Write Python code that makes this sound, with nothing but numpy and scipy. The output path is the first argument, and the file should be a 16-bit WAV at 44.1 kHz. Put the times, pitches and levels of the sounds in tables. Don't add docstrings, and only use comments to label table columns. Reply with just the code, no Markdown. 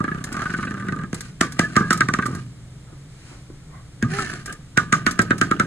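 import sys
import numpy as np
from scipy import signal
from scipy.fft import rfft, irfft
from scipy.io import wavfile
from scipy.ndimage import uniform_filter1d, minimum_filter1d, map_coordinates

SR = 44100
rng = np.random.default_rng(int(sys.argv[2]) if len(sys.argv) > 2 else 0)


def wav_out(sig):
    wavfile.write(sys.argv[1], SR, np.round(np.clip(np.atleast_2d(sig).T, -1, 1) * 32767).astype(np.int16))


N = 249988
TIME, BINS = np.arange(N) / SR, np.fft.rfftfreq(N, 1 / SR)

# (frequency [Hz], relative level [dB])
HISS_SPECTRUM = [(400, 7.5), (700, -6), (950, 9.5), (2400, 13), (2900, 11.5), (3500, 2), (4200, 10.5),
                 (5200, 8.5), (7200, 6), (9500, 1.5), (11000, 2), (13000, -40)]


def amp(db):
    return 10 ** (np.asarray(db) / 20)


def unit(x):
    return x / np.sqrt(np.mean(x ** 2) + 1e-20)


def read(points, hz):
    f, value = np.transpose(points)
    return np.interp(np.log(hz + 1), np.log(np.abs(f) + 1), value)


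def add(mix, s, sound):
    part = mix[max(round(s * SR), 0):][:len(sound)]
    part += sound[:len(part)]


def colour(x, spectrum):
    hz = np.abs(np.fft.fftfreq(4096, 1 / SR))
    log_gain = np.log(unit(amp(read(spectrum, hz))))
    taps = np.fft.ifft(np.exp(np.conj(signal.hilbert(log_gain)))).real
    return signal.oaconvolve(x, taps[:len(taps) // 2])[:len(x)]


def drift(rate_hz):
    size = 8192
    hz = np.fft.rfftfreq(size, TIME[-1] / size)
    slow = irfft(rfft(rng.standard_normal(size)) * np.exp(-(hz / rate_hz) ** 2))
    return unit(np.interp(TIME, np.linspace(0, TIME[-1], size), slow))


def ring(t, hz, t60):
    return np.sin(2 * np.pi * hz * t) * amp(-60 * t / t60)


def push(start, attack, hold, release):
    rise = np.clip((TIME - start) / attack, 0, 1)
    return rise * amp(-60 * np.maximum(TIME - start - attack - hold, 0) / release)


def bursts(times, levels_db, rise_s, decay_s, grain):
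    out, t = np.zeros(N), np.arange(SR // 8) / SR
    for s, db in zip(times, levels_db):
        noise, size = rng.standard_normal((2, len(t)))
        burst = noise * np.exp(grain * size - t / decay_s) * (1 - np.exp(-t / rise_s))
        add(out, s, amp(db) * burst / np.sqrt(uniform_filter1d(burst ** 2, SR // 250).max()))
    return out


def diffuse(pair):
    # (frequency [Hz], correlation from -1 opposed to 1 alike)
    likeness = [(100, 1), (400, 0.87), (900, 0.14), (1250, 1), (1550, 0.66), (2150, 0.65), (2600, -0.78),
                (3800, 0.3), (4700, -0.6), (5700, -0.71), (7200, 1), (9400, 0.88), (10500, -0.48),
                (12500, -0.9121)]
    a, b = rfft(pair)
    same = np.clip(read(likeness, np.fft.rfftfreq(len(pair[0]), 1 / SR)), -1, 1)
    return irfft(np.array([a, same * a + np.sqrt(1 - same ** 2) * b]), len(pair[0]))


def ambience(level_db=-42, waver_db=2):
    # (frequency [Hz], relative level [dB])
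    spectrum = [(15, -22), (25, -8), (49, -8.5), (92, -12), (137, -2.5), (219, -19.5), (257, -22.5),
                (293, -17.5), (333, -24), (975, -34), (1270, -32.5), (2930, -36.5), (8330, -40),
                (13000, -48)]
    # (frequency [Hz], rms level [dB])
    hum_tones = [(123.7, -55), (61.9, -59)]
    noise = diffuse(np.array([colour(n, spectrum) for n in rng.standard_normal((2, N))]))
    hum = np.zeros(N)
    for hz, db in hum_tones:
        tone = unit(np.sin(2 * np.pi * hz * TIME + drift(rate_hz=0.9)))
        hum += amp(db + waver_db * drift(rate_hz=5.7)) * tone
    return amp(level_db) * unit(noise) + hum


def pen(x, onset_s=0.015):
    # (frequency [Hz], t60 [s])
    decay = [(100, 1.7), (200, 0.8), (500, -0.38), (1400, 0.17), (4000, 0.29), (10000, 0)]
    # (frequency [Hz], gain [dB])
    strength = [(40, -3), (90, 0), (140, -4.5), (300, -9), (600, -6), (1300, -28), (3000, -13.5),
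                (8000, -7)]
    out, count = np.zeros((2, N)), 3
    for k in range(count):
        noise = diffuse(rng.standard_normal((2, SR)))
        hz, t, z = signal.stft(noise, SR, nperseg=256)
        t60 = np.maximum(read(decay, hz), .02)[:, None]
        z *= amp(read(strength, hz)[:, None] - 60 * t / t60)
        z *= np.sqrt(2 * np.log(1000) / (t60 * SR))
        tail = signal.istft(z, SR, nperseg=256)[1][:, :SR] * np.clip(TIME[:SR] / onset_s - .5, 0, 1)
        share = np.cos(np.pi * (TIME * 2 + k / count)) * np.sqrt(2 / count)
        out += signal.fftconvolve((x * share)[None], tail, axes=1)[:, :N]
    return out


def far_walls(x, sway_s=0.00078):
    # (delay [s], relative gain)
    paths = [(0.036, 0.62), (0.0403, 0.5), (0.0564, 0.6)]
    # (frequency [Hz], relative level [dB])
    spectrum = [(100, -13), (250, -5), (450, 5.5), (800, -10), (1150, -10), (2500, -20), (6000, -12.5)]
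    dull = colour(x, spectrum) * amp(-26)
    out = np.zeros(N)
    for delay, gain in paths:
        out += gain * np.interp(TIME - delay - sway_s * drift(rate_hz=1.15), TIME, dull, left=0)
    return out


def reflect(x, sway_s=0.00007):
    # (delay [s], gain)
    paths = [(.0036, 0.67), (.0074, 0.9), (0.0178, 0.17), (0.026, 0.15)]
    out = x.copy()
    for delay, gain in paths:
        out += gain * np.interp(TIME - delay - sway_s * drift(rate_hz=1.83), TIME, x, left=0)
    return out


def shifting():
    # (time [s], level [dB])
    bumps = [(2.923, -44), (3.309, -41), (3.498, -39)]
    # (frequency [Hz], relative level [dB])
    bump_spectrum = [(60, -11), (150, -2), (330, 10), (700, -15), (1500, -13), (4000, -51)]
    # (start [s], attack [s], hold [s], release [s], level [dB])
    scuff_pushes = [(2.865, 0.02, 0.05, 0.2, -55), (3.285, 0.02, 0.05, 0.2, -52)]
    # (frequency [Hz], relative level [dB])
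    scuff_spectrum = [(250, -3), (600, 4), (1300, 6), (2000, -9), (2800, -28), (8000, -31)]
    # (time [s], level [dB])
    fur_course = [(3.1, -60), (3.24, -53), (3.3, -48), (3.37, -53.5), (3.5, -73)]
    fur_db = np.interp(TIME, *np.transpose(fur_course), left=-120, right=-120)
    fur = rng.standard_normal(N) * amp(fur_db)
    scuffs = rng.standard_normal(N) * sum(amp(db) * push(*shape) for *shape, db in scuff_pushes)
    thuds = bursts(*np.transpose(bumps), rise_s=0.0024, decay_s=0.0089, grain=0.172)
    return colour(thuds, bump_spectrum) + colour(fur, HISS_SPECTRUM) + colour(scuffs, scuff_spectrum)


def soft_swells():
    # (start [s], attack [s], hold [s], release [s], level [dB])
    *rush_shape, rush_db = (0.22, 0.14, 0.07, 0.45, -39)
    # (start [s], attack [s], hold [s], release [s], level [dB])
    *hollow_shape, hollow_db = (3.68, 0.07, 0.03, 0.22, -48)
    # (frequency [Hz], relative level [dB])
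    rush_spectrum = [(120, 5), (280, -3), (450, -4.5), (600, 2), (760, -2), (950, -2), (1500, -9),
                     (4000, -33)]
    # (frequency [Hz], relative level [dB])
    hollow_spectrum = [(400, -18), (790, -10), (900, -17), (1100, -2), (1350, -16), (2070, -14),
                       (3000, -40)]
    a, b = rng.standard_normal((2, N))
    rush = colour(a * amp(rush_db) * push(*rush_shape), rush_spectrum)
    return rush + colour(b * amp(hollow_db) * push(*hollow_shape), hollow_spectrum)


def lip_clicks(click_db=-2):
    # (time [s], relative level [dB])
    smacks = [(0.24, -24.5), (0.326, -29), (1.1438, -27), (1.2067, -28), (1.5213, -30), (1.928, -19),
              (1.974, -28), (2.2611, -26.5), (2.3492, -33.5), (4.4586, -27.5), (4.525, -29.5),
              (5.11, -22.5), (5.216, -24.5), (5.3805, -29.5)]
    # (frequency [Hz], relative level [dB])
    spectrum = [(500, 1), (900, -2), (1700, 13.5), (2700, -1.5), (4200, 4.5), (7500, 6), (10000, 2),
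                (13000, -1)]
    s, db = np.transpose(smacks)
    return colour(bursts(s, db + click_db, rise_s=0.00043, decay_s=0.0075, grain=0.08), spectrum)


def choke(pops, depth_db=11, ahead_s=0.0073, width_s=0.0046):
    shut = np.zeros(N)
    t = np.arange(SR // 20) / SR
    for s, *_ in pops:
        add(shut, s - ahead_s - t.mean(), np.exp(-((t - t.mean()) / width_s) ** 2))
    return amp(-depth_db * np.minimum(shut, 1))


def muzzle_air(pops, flutter_db=4.5):
    # (start [s], attack [s], hold [s], release [s], throat rasp level [dB], hiss level [dB])
    pushes = [(0.0, 0.11, 0.76, 0.24, -38.5, -56), (0.3, 0.16, 0.13, 0.49, -59, -47.5),
              (1.126, 0.032, 0.13, 0.17, -46.5, -47.5), (1.445, 0.21, 0.26, 0.55, -38, -47),
              (2.161, 0.08, 0.16, 0.33, -51, -49.5), (4.072, 0.097, 0.044, 0.58, -28.5, -33),
              (4.233, 0.071, 0.064, 0.19, -37, -48), (4.448, 0.039, 0.029, 0.19, -33, -57),
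              (4.779, 0.2, 0.72, 0.23, -38.5, -60)]
    # (frequency [Hz], relative level [dB])
    rasp_spectrum = [(60, -7.5), (150, 11.5), (300, 3), (500, -11), (700, -6), (900, -29), (1080, -21),
                     (1220, 5), (1370, -6), (1540, 4.5), (1750, -1), (2100, -20), (2700, -10), (4500, -31)]
    rasp, hiss = np.zeros((2, N))
    for *shape, rasp_db, hiss_db in pushes:
        flow = push(*shape)
        rasp += amp(rasp_db) * flow
        hiss += amp(hiss_db) * flow
    a, b = rng.standard_normal((2, N)) * unit(amp(flutter_db * drift(rate_hz=120)))
    return colour(a * rasp * choke(pops), rasp_spectrum) + colour(b * hiss, HISS_SPECTRUM)


def cracks(pops, crack_db=-1, puff_db=-19, leak_db=-19, leak_s=0.0042):
    # (frequency [Hz], relative level [dB])
    spectrum = [(400, -9), (650, 13), (880, -0.5), (1500, 18.5), (3400, 3), (4700, 2), (6500, 3.5),
                (9000, -3), (11000, -10), (13000, -11)]
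    s, *_, db = np.transpose(pops)
    leak = bursts(s - leak_s, db + leak_db, rise_s=0.0045, decay_s=0.004, grain=0.097)
    snap = bursts(s, db + crack_db, rise_s=0.00021, decay_s=0.0013, grain=0.075)
    puff = bursts(s, db + puff_db, rise_s=0.0008, decay_s=0.028, grain=0.1)
    return colour(leak + snap + puff, spectrum)


def mouth(x, cavity_db=-7, path_s=0.0023, sway=0.1893):
    delay = SR * path_s * (1 + sway * drift(rate_hz=2.04))
    return x + amp(cavity_db) * map_coordinates(x, [np.arange(N) - delay], order=3)


def muzzle_noises(pops):
    return mouth(muzzle_air(pops) + soft_swells() + cracks(pops) + lip_clicks())


def fold_tone(rows, partials, jitter, shimmer_db, dulling_db_per_s=0):
    s, hz, db = np.transpose(rows)
    out, on = np.zeros(N), (TIME > s[0]) & (TIME < s[-1])
    t = TIME[on]
    turns = np.cumsum(np.interp(t, s, hz) * (1 + jitter * drift(rate_hz=71)[on])) / SR
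    gains = [amp(level - dulling_db_per_s * (t - s[0]) * (k > 1)) for k, level in partials]
    tone = sum(gain * np.sin(2 * np.pi * k * turns) for (k, _), gain in zip(partials, gains))
    edges = np.minimum(np.minimum(t - s[0], s[-1] - t) / .005, 1)
    level = amp(np.interp(t, s, db) + shimmer_db * drift(rate_hz=14.0)[on]) * edges
    out[on] = level * tone / np.sqrt(sum(gain ** 2 for gain in gains) / 2)
    return out


def whistle():
    # (time [s], pitch [Hz], level [dB])
    course = [(1.6, 1720, -38), (1.68, 1716, -37), (1.73, 1667, -53), (1.9, 1630, -39.5)]
    return fold_tone(course, [(1, 0)], jitter=0.015, shimmer_db=12.5)


def drones():
    # (time [s], pitch [Hz], level [dB])
    stretches = [
        [(0.48, 170.3, -39), (0.57, 177.7, -38), (0.7, 200.3, -38), (1.05, 182.6, -37)],
        [(2.0, 128.1, -39), (2.15, 134, -33.5), (2.5, 120.3, -41.5)],
    ]
    # (harmonic number, relative level [dB])
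    partials = [(1, 0.5), (2, -14)]
    return sum(fold_tone(course, partials, jitter=0.029, shimmer_db=0) for course in stretches)


def grunt():
    # (time [s], pitch [Hz], level [dB])
    course = [(4.028, 112, -22.5), (4.045, 116, -26), (4.062, 136, -22), (4.085, 142, -34),
              (4.122, 150, -28), (4.18, 125, -44)]
    # (harmonic number, relative level at the start [dB])
    partials = [(1, 2), (2, 10), (3, -17)]
    return fold_tone(course, partials, jitter=0.1, shimmer_db=4.5, dulling_db_per_s=450)


def whine():
    # (time [s], pitch [Hz], level [dB])
    course = [(4.08, 344, -54), (4.1, 365, -41), (4.14, 390.5, -32.5), (4.19, 411.5, -35),
              (4.225, 394, -33.5), (4.25, 343, -39)]
    # (harmonic number, relative level [dB])
    partials = [(1, 2), (2, -4), (3, -22), (4, -10), (5, -5), (6, -15)]
    return fold_tone(course, partials, jitter=0.0088, shimmer_db=3.0)


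def snarl(surge_db=2, flutter_db=3):
    # (time [s], mouth resonances over their rest pitch [ratio], level [dB])
    course = [(4.09, 1.16, -48), (4.14, 1.0, -38), (4.225, 1.02, -33), (4.34, 0.99, -39), (4.42, 1, -58)]
    # (frequency [Hz], width [Hz], relative level [dB])
    modes = [(1290, 57, -9), (1470, 130, -9), (1730, 107, 0.5), (2140, 220, -11.5)]
    s, jaw, db = np.transpose(course)
    turns, out = np.cumsum(np.interp(TIME, s, jaw)) / SR, np.zeros(N)
    for hz, width, level in modes:
        angle = 2 * np.pi * hz * turns
        band = drift(rate_hz=width / 2) * np.cos(angle) + drift(rate_hz=width / 2) * np.sin(angle)
        out += amp(level) * band
    sounding = uniform_filter1d(1. * (TIME > s[0]) * (TIME < s[-1]), SR // 50)
    flow = amp(np.interp(TIME, s, db)) * sounding
    return unit(out) * flow * amp(surge_db * drift(rate_hz=23) + flutter_db * drift(rate_hz=170))


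def boom(pops, build_s=0.0086, scatter=0.0451):
    # (frequency [Hz], level over the thump's table level [dB], t60 [s])
    modes = [(85.4, -30, 0.33), (104.7, -17.5, 0.34), (124, -18.5, 0.87), (168.5, -16, 0.87),
             (342.2, -13.5, 0.17)]
    out, t = np.zeros(N), np.arange(SR // 2) / SR
    for s, *_, db, _ in pops:
        shifts = 1 + scatter * rng.standard_normal(len(modes))
        tail = sum(amp(level) * ring(t, hz * k, t60) for (hz, level, t60), k in zip(modes, shifts))
        add(out, s, amp(db) * tail * (1 - np.exp(-t / build_s)))
    return out


def shudder(pops, shudder_db=-14.0):
    # (frequency [Hz], relative level [dB])
    spectrum = [(50, -14.5), (95, 1), (160, -2), (330, -3.5), (480, -11), (750, -15.5), (1000, -17.5),
                (3000, -61)]
    s, *_, db, _ = np.transpose(pops)
    return colour(bursts(s, db + shudder_db, rise_s=0.0019, decay_s=0.03, grain=0.096), spectrum)


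def chest_thumps(pops):
    thump_db, hard_db, slack, scatter = 6, -13, 0.71, 0.09
    start_hz, end_hz, cutoff_hz = 440, 172, 75
    fall_s, peak_s, lag_s = 0.0026, 0.0027, 0.0014
    out, t = np.zeros(N), np.arange(SR // 20) / SR
    for s, *_, db, _ in pops:
        drop_hz = (start_hz - end_hz) * amp(slack * min(db - hard_db, 0))
        hz = (end_hz + drop_hz * np.exp(-t / fall_s)) * (1 + scatter * rng.standard_normal())
        swell = (t / peak_s * np.exp(1 - t / peak_s)) ** 2
        thump = swell * np.sin(2 * np.pi * np.cumsum(hz) / SR)
        add(out, s + lag_s, -amp(db + thump_db) * thump)
    return signal.sosfilt(signal.butter(2, cutoff_hz, "highpass", fs=SR, output="sos"), out)


def valley(x, cutoff_hz=1060):
    return signal.sosfilt(signal.butter(5, cutoff_hz, "highpass", fs=SR, output="sos"), x)


def bounces(pops):
    bounce_db, scatter_db, fade_db_per_s = -10, 2.0, 230
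    first_s, gap_s, mode_t60, upper_db = 0.017, 0.012, 0.054, -8
    low_db, low_hz, low_t60 = -5, 260, 0.029
    high, low = np.zeros((2, N))
    t, count = np.arange(SR // 20) / SR, 5
    for s, _, lower_hz, upper_hz, _, db, _, _ in pops:
        modes = ring(t, lower_hz, mode_t60) + amp(upper_db) * ring(t, upper_hz, mode_t60)
        delay = first_s
        for wait, size in rng.standard_normal((count, 2)):
            gain = amp(db + bounce_db + scatter_db * size - fade_db_per_s * (delay - first_s))
            add(high, s + delay, gain * modes)
            add(low, s + delay, gain * amp(low_db) * ring(t, low_hz, low_t60))
            delay += gap_s * np.exp(wait / 2)
    return valley(high) + low


def after_ring(pops):
    rebound_db, rebound_s, width_s, sag = -2, 0.024, 0.005, 0.017
    tail_db, tail_t60, build_s = -7, 0.27, 0.031
    upper_db, top_db, top_hz, mode_t60 = -7, -8, 1690, 0.073
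    out, t = np.zeros(N), np.arange(SR // 3) / SR
    swell = np.exp(-((t - rebound_s) / width_s) ** 2)
    fade = (1 - np.exp(-t / build_s)) * amp(-60 * t / tail_t60)
    for s, _, lower_hz, upper_hz, _, db, _, _ in pops:
        hz = lower_hz * (1 - sag)
        modes = ring(t, hz, mode_t60) + amp(upper_db) * ring(t, upper_hz, mode_t60)
        modes += amp(top_db) * ring(t, top_hz, mode_t60)
        ragged = unit(irfft(rfft(rng.standard_normal(len(t))) * rfft(modes), len(t)))
        rebound = amp(rebound_db) * swell * np.sin(2 * np.pi * hz * t)
        add(out, s, amp(db) * (rebound + amp(tail_db) * fade * ragged))
    return valley(out)


def throat_pops(pops):
    # (frequency [Hz], relative level [dB], t60 [s])
    fixed_modes = [(1762, -6.5, 0.038), (2050, -11.5, 0.025), (2343, -15, 0.013), (2986, -27, 0.021),
                   (3353, -30, 0.043), (3855, -24.5, 0.028)]
    ring_db, lower_t60, upper_t60, scatter = 1.0, 0.052, 0.059, 0.03
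    glide, glide_s = 0.12, 0.0012
    leak_db, leak_s, flutter_db, flutter_s = -35, 0.0067, -25, 0.0059
    softness, damping, open_s, shut_s = 0.35, 2, 0.00062, 0.02
    out, t = np.zeros(N), np.arange(SR // 12) / SR
    lead = SR // 60
    since = t - lead / SR
    sinking = t + glide * glide_s * (1 - np.exp(-t / glide_s))
    leak = amp(leak_db) * np.exp(-abs(since) / leak_s)
    flutter = amp(flutter_db) * np.exp(-abs(since) / flutter_s)
    air = np.where(since < 0, leak, flutter)
    for s, db, lower_hz, upper_hz, lower_db, *_ in pops:
        shifts = 1 + scatter * rng.standard_normal(len(fixed_modes))
        throat = amp(lower_db) * ring(sinking, lower_hz, lower_t60) + ring(sinking, upper_hz, upper_t60)
        for (hz, level, t60), k in zip(fixed_modes, shifts):
            throat += amp(level) * ring(sinking, hz * k, t60)
        throat *= 1 - np.exp(-t / open_s)
        throat *= np.exp(-(t / shut_s) ** 2)
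        throat *= np.exp(damping * db * t)
        drive = air * amp(-softness * db) * rng.standard_normal(len(t))
        drive[lead] += 2
        pop = valley(signal.fftconvolve(drive, throat)[:len(t)])
        pop /= np.sqrt(uniform_filter1d(pop ** 2, SR // 250).max())
        early = max(lead - round(s * SR), 0)
        add(out, s - lead / SR, amp(db + ring_db) * pop[early:] / 2)
    return out


def rattle(start, length, gap, gap_ratio, ring_db, thump_db, swell_db):
    shortest_gap_s = 0.014
    swell_curve = 0.35
    lower_rest_hz, lower_scatter, scatter_db = 1222, 0.015, 2.5
    upper_ratio, upper_scatter = 1.26, 0.031
    lower_db, after_db = 4.5, -6.5
    crack_db, crack_growth = 6.5, 1.57
    rows, t = [], 0
    for loud, heavy, tight, wide in rng.standard_normal((round(1 / shortest_gap_s), 4)):
        if t > length:
            break
        change_db = swell_db * (t / length) ** swell_curve
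        db = ring_db + change_db + scatter_db * loud
        low_db = thump_db + change_db + scatter_db * heavy
        lower_hz = lower_rest_hz * (1 + lower_scatter * tight)
        upper_hz = lower_hz * upper_ratio * (1 + upper_scatter * wide)
        snap_db = crack_db + crack_growth * db
        rows.append((start + t, db, lower_hz, upper_hz, lower_db, db + after_db, low_db, snap_db))
        t += max(gap, shortest_gap_s)
        gap *= gap_ratio
    return rows


def growl_pops():
    distinct = [(0.004, -16, 1233, 1610, 13, -35, -17.5, -36), (0.041, -18, 1210, 1596, -4, -39, -22, -31),
                (0.079, -18, 1227, 1640, 6, -28, -23, -51), (0.115, -20.5, 1220, 1680, 2, -40, -25, -50),
                (0.419, -19, 1260, 1546, 4, -33, -29, -25.5), (0.456, -17, 1210, 1500, -2.5, -40, -24, -33),
                (0.496, -21.5, 1235, 1450, -1, -30, -28.5, -45.5),
                (0.538, -16, 1212, 1500, -4, -32, -24.5, -31), (0.586, -22.5, 1223, 1520, 0, -26, -23, -42),
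                (0.629, -19, 1220, 1485, -1.5, -28, -26, -31.5),
                (0.671, -22.5, 1165, 1540, -9, -43, -24.5, -48),
                (0.885, -21, 1204, 1450, -5, -44, -23, -30.5),
                (0.923, -21.5, 1210, 1536, -3, -26, -21.5, -31.5),
                (1.1299, -37, 1190, 1530, 12, -38, -20, -25), (1.4107, -15, 1204, 1530, 2, -14, -14, -4.5),
                (1.5934, -15, 1249, 1608, -8.5, -19.5, -12.5, -5.5),
                (1.756, -18, 1270, 1700, -3, -27, -35, -29),
                (1.7652, -4.5, 1233, 1556, 3.5, -11.5, -11, -9), (1.806, -18, 1230, 1543, 6, -19, -17, -36),
                (1.9067, -11, 1277, 1545, 6, -11.5, -14, -6), (2.007, -5, 1257, 1533, -1.5, -22, -16, -12),
                (2.0865, -12.5, 1168, 1515, 2.5, -37, -17, -18.5),
                (2.138, -14, 1210, 1534, 3.5, -28, -20.5, -13),
                (2.1875, -13.5, 1164, 1520, 1, -39, -16.5, -29),
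                (2.224, -16, 1194, 1524, -2, -39, -30, -30.5),
                (2.256, -17.5, 1186, 1510, 3.5, -36, -22.5, -31),
                (4.0258, -19, 1242, 1574, -11, -22, -19, -21),
                (4.1855, -16.5, 1286, 1590, 8, -37, -32, -30),
                (4.7743, -5, 1223, 1470, -5.5, -14.5, -14.5, -7.5),
                (4.9263, -5, 1227, 1519, 2, -15, -13.5, -4.5),
                (5.0654, -7.5, 1255, 1506, -6.5, -15.5, -16, -8.5),
                (5.1916, -7, 1293, 1539, -3.5, -19, -11.5, -11.5),
                (5.3071, -7, 1277, 1526, -4, -21.5, -12.5, -21),
                (5.4137, -6.5, 1259, 1560, 2.5, -24, -15, -9.5),
                (5.5125, -8.5, 1260, 1567, 8, -27, -15, -18.5),
                (5.5978, -7.5, 1285, 1530, 2.5, -20, -14, -14)]
    # (start [s], length [s], first gap [s], each gap over the one before [ratio],
    #  ring level [dB], chest thump level [dB], swell by the end [dB])
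    runs = [(0.146, 0.14, 0.031, 1.0, -27.5, -25, -9), (0.319, 0.08, 0.0235, 1.05, -22.5, -29, 0),
            (0.708, 0.165, 0.033, 0.915, -28, -24, -4), (0.962, 0.085, 0.027, 0.9, -29, -26, 0),
            (2.283, 0.11, 0.0235, 0.93, -29.5, -22.5, -7)]
    return list(distinct) + [pop for run in runs for pop in rattle(*run)]


def channels(x):
    # (frequency [Hz], left minus right [dB])
    balance = [(60, 0.5), (110, -1), (200, 0), (370, -1.5), (670, -0.5), (1220, -3.5), (2240, 0.5),
               (7480, 0)]
    # (frequency [Hz], phase [rad])
    phase_lead = [(60, 0.0093), (1700, 0.7), (2600, 0.27)]
    half = np.array([[1], [-1]]) / 2
    sides = amp(read(balance, BINS) * half) * np.exp(1j * read(phase_lead, BINS) * half)
    return irfft(rfft(x) * sides, N)


def scene():
    pops = growl_pops()
    throat = throat_pops(pops)
    thumps = chest_thumps(pops) + shudder(pops)
    rings = np.array([reflect(throat), reflect(throat)])
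    rings += after_ring(pops) + bounces(pops) + snarl() + whistle()
    muzzle = diffuse([muzzle_noises(pops) + shifting(), muzzle_noises(pops) + shifting()])
    voice = grunt() + whine() + drones()
    room = pen(rings[0] + muzzle[0] + thumps + amp(-2.5) * voice) + far_walls(muzzle[0] + thumps)
    tiger = rings + muzzle + thumps + boom(pops) + voice + room
    return channels(tiger) + ambience()


def record(dry, ceiling=0.96, edge_hz=13250):
    allowed = np.minimum(1, ceiling / (np.abs(dry).max(0) + 1e-9))
    held = dry * uniform_filter1d(minimum_filter1d(allowed, SR // 400), SR // 400)
    low_pass = signal.firwin(255, edge_hz, window=("kaiser", 8), fs=SR)
    return signal.oaconvolve(held, low_pass[None], "same")


dry = scene()
out = record(dry)
wav_out(out)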